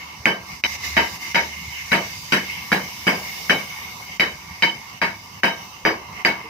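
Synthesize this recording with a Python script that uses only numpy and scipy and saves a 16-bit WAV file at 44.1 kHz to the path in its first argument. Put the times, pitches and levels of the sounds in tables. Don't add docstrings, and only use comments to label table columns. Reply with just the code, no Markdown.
import sys
import numpy as np
from scipy import signal
from scipy.fft import rfft, irfft, next_fast_len
from scipy.io import wavfile
from scipy.ndimage import uniform_filter1d, map_coordinates

SR = 44100
rng = np.random.default_rng(int(sys.argv[2]) if len(sys.argv) > 2 else 0)


def dump(signal):
    limited = np.clip(np.atleast_2d(signal).T, -1, 1)
    pcm = np.round(limited * 32767).astype(np.int16)
    wavfile.write(sys.argv[1], SR, pcm)


N = 286209

# start_s, crack_db, crack_hz, wall_db (the wall's answer), clatter_db, body_db, thud_db, ring_db,
# spot (struck place, share of the pipe's length), hardness_db_per_octave (tilt of the ring)
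HAMMER_BLOWS = [(0.256, 1, 2280, -14, -13, -19.5, -23, -17, 0.23, 1),
                (0.638, -4.5, 2410, -13, -19.5, -27, -38.5, -15, 0.405, 2),
                (0.9667, -11, 2246, -6.5, -10.5, -18, -25.5, -12.5, 0.43, -2.5),
                (1.3457, -9.5, 2110, -9, -11.5, -21.5, -29.5, -12.5, 0.37, -2),
                (1.918, -10, 2090, -21, -11, -18, -21.5, -14.5, 0.37, -1),
                (2.3214, -20, 2130, -10, -10.5, -19, -21, -16.5, 0.42, 5.5),
                (2.7176, -7, 1643, -5, -14.5, -18, -21, -17, 0.35, -0.3),
                (3.068, -10, 1630, -5.5, -13, -18, -21.5, -18, 0.24, 3),
                (3.496, -4.5, 1704, -6, -11.5, -18, -22.5, -16, 0.2, 6.5),
                (4.197, -6, 2200, -5.5, -14, -22, -28, -15.5, 0.18, 3.5),
                (4.623, -9, 2370, -12, -13.5, -23, -28, -11.5, 0.15, -3),
                (5.0161, -9.5, 1750, -24, -15, -21.5, -30, -16.5, 0.33, -3),
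                (5.4335, -4, 1902, -9, -13, -18.5, -24.5, -14, 0.43, -2),
                (5.851, -6.5, 1780, -8, -13.5, -15.5, -26.5, -17.5, 0.27, 2.5),
                (6.249, 0, 2130, -10.5, -13, -19.5, -25, -14.5, 0.3, -1)]
# mode_hz, level_db, t60_s, phase_wander_rad
PIPE_MODES = [(928, -3.5, 0.23, 0.52), (2229, 0.5, 0.27, 1.3), (3017, -3, 0.24, 1.25),
              (3866, -12.5, 0.26, 1.5), (4857, -8, 0.22, 0.23), (5767, -19, 0.24, 2.5)]
# mode_hz, level_db (over the body)
SHEET_MODES = [(326, -12), (612, -17.5), (671, -10.5), (1590, -8.5), (13840, -35)]
# mode_hz, level_db (over the thud), t60_s
BENCH_MODES = [(191.8, -3, 0.38), (216, 0, 0.058), (227, -10.5, 0.41)]
THUD_RANGE = 0.24, [(80, -74), (150, 0), (215, -1), (280, -3.5), (420, -32)]
BODY_RANGE = 0.31, [(190, -27), (340, -8.5), (700, -8.5), (1250, -10.5), (1700, -96)]
CLATTER_RANGE = 0.24, [(900, -21), (1650, 4), (2250, 0), (3150, -8), (3450, -19.5), (4500, -67)]
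TREBLE_RANGE = 0.27, [(2800, -63), (3600, -0.5), (5000, 0.5), (6200, -7), (9700, -28), (13500, -10.5),
                (16000, -39)]
# start_s, pitch_hz, level_db, attack_s, t60_s
LIGHT_KNOCKS = [(1.913, 2030, -19, 0.00074, 0.023), (6.439, 456, -30, 0.011, 0.12),
                (6.446, 312, -34, 0.012, 0.13)]
# time_s, jet_level_db
TORCH_JET = [(0.02, -45), (0.4, -47), (0.52, -40), (0.62, -47.5), (0.69, -35.5), (0.755, -34), (0.775, -43),
             (0.825, -37), (0.85, -30.5), (0.94, -36), (1.16, -36), (1.19, -42.5), (1.22, -35.5),
             (1.33, -36), (1.56, -41), (1.95, -38), (3.05, -39), (3.36, -37), (4.16, -43.5), (5.3, -47),
             (5.64, -44.5), (5.82, -49.5), (6.05, -49.5), (6.21, -45.5), (6.47, -49.5)]
# time_s, level_db (over the jet)
NOZZLE_HISS = [(0, -7.5), (0.85, -7), (2.1, -5.5), (3.6, -2.5), (4.4, -6.5), (6.47, -5)]
# time_s, roar_db (at the usual jet level),
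# upper_db (lift of the upper notes over the roar), strongest_note_hz, top_note_db (lift over the upper notes)
CAN_SONG = [(0, -31, 1.5, 2158, 4), (0.6, -34, 0, 2137, 0.5), (0.9, -36, 4, 2100, 1.5),
            (1.6, -36, 4.5, 2126, 3.5), (2.2, -38, 4, 2151, 3.5), (3.9, -33.5, -1, 2170, 3),
            (4.6, -33.5, 3.5, 2157, 1), (5.7, -33, -1.5, 2140, 6.5), (6.1, -27.5, 2.5, 2124, 2.5)]
# mode_hz, width_hz, level_db
CAN_MODES = [(741, 30, -6), (964, 265, -3.5), (1153, 59, -1.5), (1842, 56, -4), (2154, 162, 5),
             (2850, 77, -18)]
# frequency_hz, density_db (per Hz)
FLAME_SPECTRUM = [(200, -14.5), (600, -19), (1500, -14), (3000, -9.5), (4500, -65)]
JET_SPECTRUM = [(2600, -65), (3500, -4), (4550, -7), (4780, 0.5), (5150, -2.5), (6000, -0.5), (6600, -7),
                (9800, -28)]
NOZZLE_SPECTRUM = [(6500, -64), (8300, -3.5), (9800, -8.5), (11300, -0.5), (13800, 0.5), (16000, -2)]
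# time_s, low_tone_db, high_tone_db
DRONE_LEVELS = [(0.0, -52, -74), (1.01, -43, -45.5), (1.21, -75, -68), (1.45, -45, -64), (2.08, -55.5, -51),
                (3.988, -49, -66), (5.25, -75, -52), (6.49, -49, -66)]
# pitch_hz, width_hz
DRONE_TONES = [(74.5, 2.5), (98, 26)]
# frequency_hz, density_db (per Hz)
HUM_SPECTRUM = [(42, -56), (56, -4.5), (190, 1.5), (330, -21.5), (500, -32.5)]
# start_s (of the blow), depth_db
BACKGROUND_DIPS = [(0.634, -12.5), (1.347, -6), (4.198, -8.5), (5.015, -7.5), (5.428, -8.5), (6.249, -6.5)]
# frequency_hz, likeness (left-right correlation)
STEREO_LIKENESS = [(60, 0.97), (300, 0.95), (640, 0.5), (1400, 0.0033), (15000, 0.0074)]
# frequency_hz, left_over_right_db
PAIR_COLOUR = [(200, -0.5), (1000, 1), (2400, 2), (4500, -5.5), (8500, 1), (14000, -1.5)]

CUT_SHORT_S = .668
AT_NODE = 0.27
DETUNE = 0.0024
LOW_SWELLS_S = 0.019
SHEET_T60_S, SHEET_VARIES_DB = 0.32, 3.5
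TREBLE_DB, SPLASH_DB = -1.5, 5
UPPER_HZ, TOP_NOTE_HZ = 1600, 2560
USUAL_JET_DB = -38
ROAR_FOLLOWS, UPPER_FOLLOWS = 0.68, 0.6
TOP_HZ = 15600


def amp(db):
    return 10 ** (np.asarray(db) / 20)


def unit(x):
    return x / np.sqrt(np.mean(x ** 2) + 1e-20)


def along(points, hz):
    f, value = np.transpose(points)
    return np.interp(np.log(hz + 1), np.log(f + 1), value)


def curves(rows):
    s, *columns = np.transpose(rows)
    return [np.interp(np.arange(N) / SR, s, column) for column in columns]


def wobble(rate, channels=1):
    knots = rng.standard_normal((channels, int(N * rate / SR) + 4))
    return np.array([map_coordinates(k, [np.arange(N) * rate / SR]) for k in knots])


def filtered(x, response):
    m = next_fast_len(x.shape[-1] + 8192)
    spectrum = rfft(x, m) * response(np.fft.rfftfreq(m, 1 / SR))
    return irfft(spectrum, m)[..., :x.shape[-1]]


def shaped(spectrum):
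    return lambda hz: amp(along(spectrum, hz))


def rush(gain, patchy_db, size=8):
    z = signal.stft(rng.standard_normal((2, N)), nperseg=512)[2]
    across_hz = uniform_filter1d(rng.standard_normal(z.shape[1:]), size=4, axis=0)
    patches = uniform_filter1d(across_hz, size=size, axis=1)
    pair = signal.istft(z * amp(patchy_db * unit(patches)), nperseg=512)[1][:, :N]

    def mid_side_gain(hz):
        turn = np.arccos(np.clip(along(STEREO_LIKENESS, hz), -1, 1)) / 2
        return gain(hz) * [np.cos(turn), np.sin(turn)]

    mid, side = filtered(pair, mid_side_gain)
    return unit(np.array([mid + side, mid - side]))


def late_falling_db(t, t60):
    return -60 * (t / t60) ** 1.168


def crack_and_wall(t, lags, late, crack_db, crack_hz, wall_db):
    def crack(u, life):
        return np.sin(2 * np.pi * crack_hz * u) * (u / life * np.exp(1 - u / life)) ** 3

    direct = amp(crack_db) * crack(np.maximum(t - lags[:, :1], 0), 0.00081)
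    return direct + amp(wall_db) * crack(late, 0.0015)


def pipe_strength_db(ring_db, spot, hard):
    hz, mode_db = np.transpose(PIPE_MODES)[:2, :, None]
    order = np.arange(len(PIPE_MODES))[:, None] + 1
    woken = np.sin(np.pi * order * spot) ** 2 + AT_NODE ** 2
    return ring_db + mode_db + hard * np.log2(hz / hz[1]) + 10 * np.log10(woken)


def pipe_ring(t, strength_db, early):
    hz, _, t60, wander = np.transpose(PIPE_MODES)[..., None]
    knots = rng.standard_normal((2, 2, len(PIPE_MODES), 40))
    size, turn = np.apply_along_axis(lambda k: np.interp(t, np.linspace(0, t[-1], len(k)), k), -1, knots)
    eighth_turns = np.array([[[np.pi / 4]], [[-np.pi / 4]]])
    apart = rng.choice([-1, 1], (len(PIPE_MODES), 1)) * eighth_turns
    swing = amp(5.4 * size)
    swing /= np.sqrt(np.mean(swing[..., early] ** 2, axis=(0, 2), keepdims=True))
    shifted_hz = hz * (1 + DETUNE * rng.standard_normal(hz.shape))
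    level = amp(strength_db - 60 * (t / t60) ** 1.27)
    modes = swing * level * np.sin(2 * np.pi * shifted_hz * t + apart + wander * turn)
    modes[:, 0] *= 1 - np.exp(-t / LOW_SWELLS_S)
    return modes.sum(1) * (1 - np.exp(-t / 0.00048))


def clatter(t, fill, at, levels_db, ranges, early):
    sound = 0
    for db, (t60, noise) in zip(levels_db, ranges):
        piece = noise[:, at:at + len(t)]
        sound = sound + amp(db + late_falling_db(t, t60)) * fill * piece / np.std(piece[:, early])
    treble_db, treble_noise = levels_db[-1], ranges[-1][1]
    splash = treble_noise[:, at + SR // 2:at + SR]
    return sound + amp(treble_db + SPLASH_DB - 60 * t / 0.052) * fill * splash


def sheet(t, fill, body_db):
    hz, mode_db = np.transpose(SHEET_MODES)[..., None]
    luck = rng.standard_normal((3, len(SHEET_MODES), 1))
    level_db = body_db + mode_db + SHEET_VARIES_DB * luck[0] + late_falling_db(t, SHEET_T60_S)
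    modes = amp(level_db) * np.sin(2 * np.pi * hz * t + 1.13 * luck[1:])
    return fill * modes.sum(1)


def bench(t, thud_db):
    hz, db, t60 = np.transpose(BENCH_MODES)[..., None]
    modes = amp(thud_db + db - 60 * t / t60) * np.sin(2 * np.pi * hz * t)
    return modes.sum(0) * (1 - np.exp(-t / 0.0026))


def hammer():
    out, t = np.zeros((2, N + SR)), np.arange(SR // 2) / SR
    early = slice(0, SR // 20)
    ranges = []
    for t60, spectrum in (CLATTER_RANGE, THUD_RANGE, BODY_RANGE, TREBLE_RANGE):
        noise = rush(shaped(spectrum), patchy_db=2)
        ranges.append((t60, np.pad(noise, ((0, 0), (0, SR)))))
    for s, crack_db, crack_hz, wall_db, clatter_db, body_db, thud_db, ring_db, spot, hard in HAMMER_BLOWS:
        at = round(s * SR)
        lags = rng.uniform(0, [.0001, .00015], (2, 2))
        late = np.maximum(t - .0098 - lags[:, 1:], 0)
        fill = 0.53 * (1 - np.exp(-t / 0.0004)) + 0.31 * (1 - np.exp(-late / 0.0002))
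        strength_db = pipe_strength_db(ring_db, spot, hard)
        treble_db = np.mean(strength_db[3:5]) + TREBLE_DB
        blow = crack_and_wall(t, lags, late, crack_db, crack_hz, wall_db)
        blow += pipe_ring(t, strength_db, early)
        blow += clatter(t, fill, at, (clatter_db, thud_db, body_db, treble_db), ranges, early)
        blow += sheet(t, fill, body_db)
        blow += bench(t, thud_db)
        if s < CUT_SHORT_S < s + .1:
            blow *= np.clip((CUT_SHORT_S - s - t) / 0.00095, 0, 1)
        out[:, at:at + len(t)] += blow
    return out[:, :N]


def tick_and_knock():
    s, hz, db, attack, t60 = np.transpose(LIGHT_KNOCKS)[..., None]
    t = np.maximum(np.arange(N) / SR - s, 0)
    modes = amp(db - 60 * t / t60) * np.sin(2 * np.pi * hz * t)
    return (modes * (1 - np.exp(-t / attack))).sum(0)


def hollow(hz):
    peaks = sum(amp(2 * db) / (1 + (2 * (hz - c) / w) ** 2) ** 2 for c, w, db in CAN_MODES)
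    return np.sqrt(peaks + amp(2 * along(FLAME_SPECTRUM, hz)))


def can_roar(jet_db):
    _, upper_db, note_hz, top_db = curves(CAN_SONG)
    roar = rush(hollow, patchy_db=2.0)
    upper = filtered(roar, lambda f: 1 / (1 + (UPPER_HZ / (f + 1)) ** 8))
    lifted = upper + (amp(top_db) - 1) * filtered(upper, lambda f: f > TOP_NOTE_HZ)
    strongest_hz = max(CAN_MODES, key=lambda mode: mode[2])[0]
    played = np.cumsum(note_hz) / strongest_hz
    moved = np.array([map_coordinates(side, [played], mode="mirror") for side in lifted])
    upper_level_db = upper_db + UPPER_FOLLOWS * (jet_db - USUAL_JET_DB) + 1.95 * wobble(9)
    return roar - lifted + amp(upper_level_db) * moved


def torch():
    jet_db, = curves(TORCH_JET)
    hiss_db = jet_db + curves(NOZZLE_HISS)[0]
    roar_db = curves(CAN_SONG)[0] + ROAR_FOLLOWS * (jet_db - USUAL_JET_DB)
    flutter = wobble(25)
    sound = amp(roar_db + 0.52 * flutter) * can_roar(jet_db) * amp([[-1.5], [1.5]])
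    sound += amp(jet_db + 0.2 * flutter) * rush(shaped(JET_SPECTRUM), patchy_db=2.0, size=40)
    return sound + amp(hiss_db) * rush(shaped(NOZZLE_SPECTRUM), patchy_db=2.5)


def drone():
    sound = amp(-48.0) * rush(shaped(HUM_SPECTRUM), patchy_db=4.0)
    for db, (hz, width) in zip(curves(DRONE_LEVELS), DRONE_TONES):
        sound += amp(db) * rush(lambda f: 1 / (1 + (2 * (f - hz) / width) ** 2), patchy_db=1.5)
    return sound


def dips():
    t = np.arange(N) / SR
    shape = [-.026, -.016, 0, .006], [0, 1, 1, 0]
    return amp(sum(db * np.interp(t - s, *shape) for s, db in BACKGROUND_DIPS))


def scene():
    return hammer() + tick_and_knock() + (torch() + drone()) * dips()


def record(dry):
    sides = filtered(dry, lambda hz: amp(along(PAIR_COLOUR, hz) * np.array([[.5], [-.5]])))
    soft = sides / (1 + np.abs(sides / .98) ** 6) ** (1 / 6)
    return filtered(soft, lambda hz: (hz < TOP_HZ) / (1 + (40 / (hz + 1)) ** 5))


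dry = scene()
out = record(dry)
dump(out)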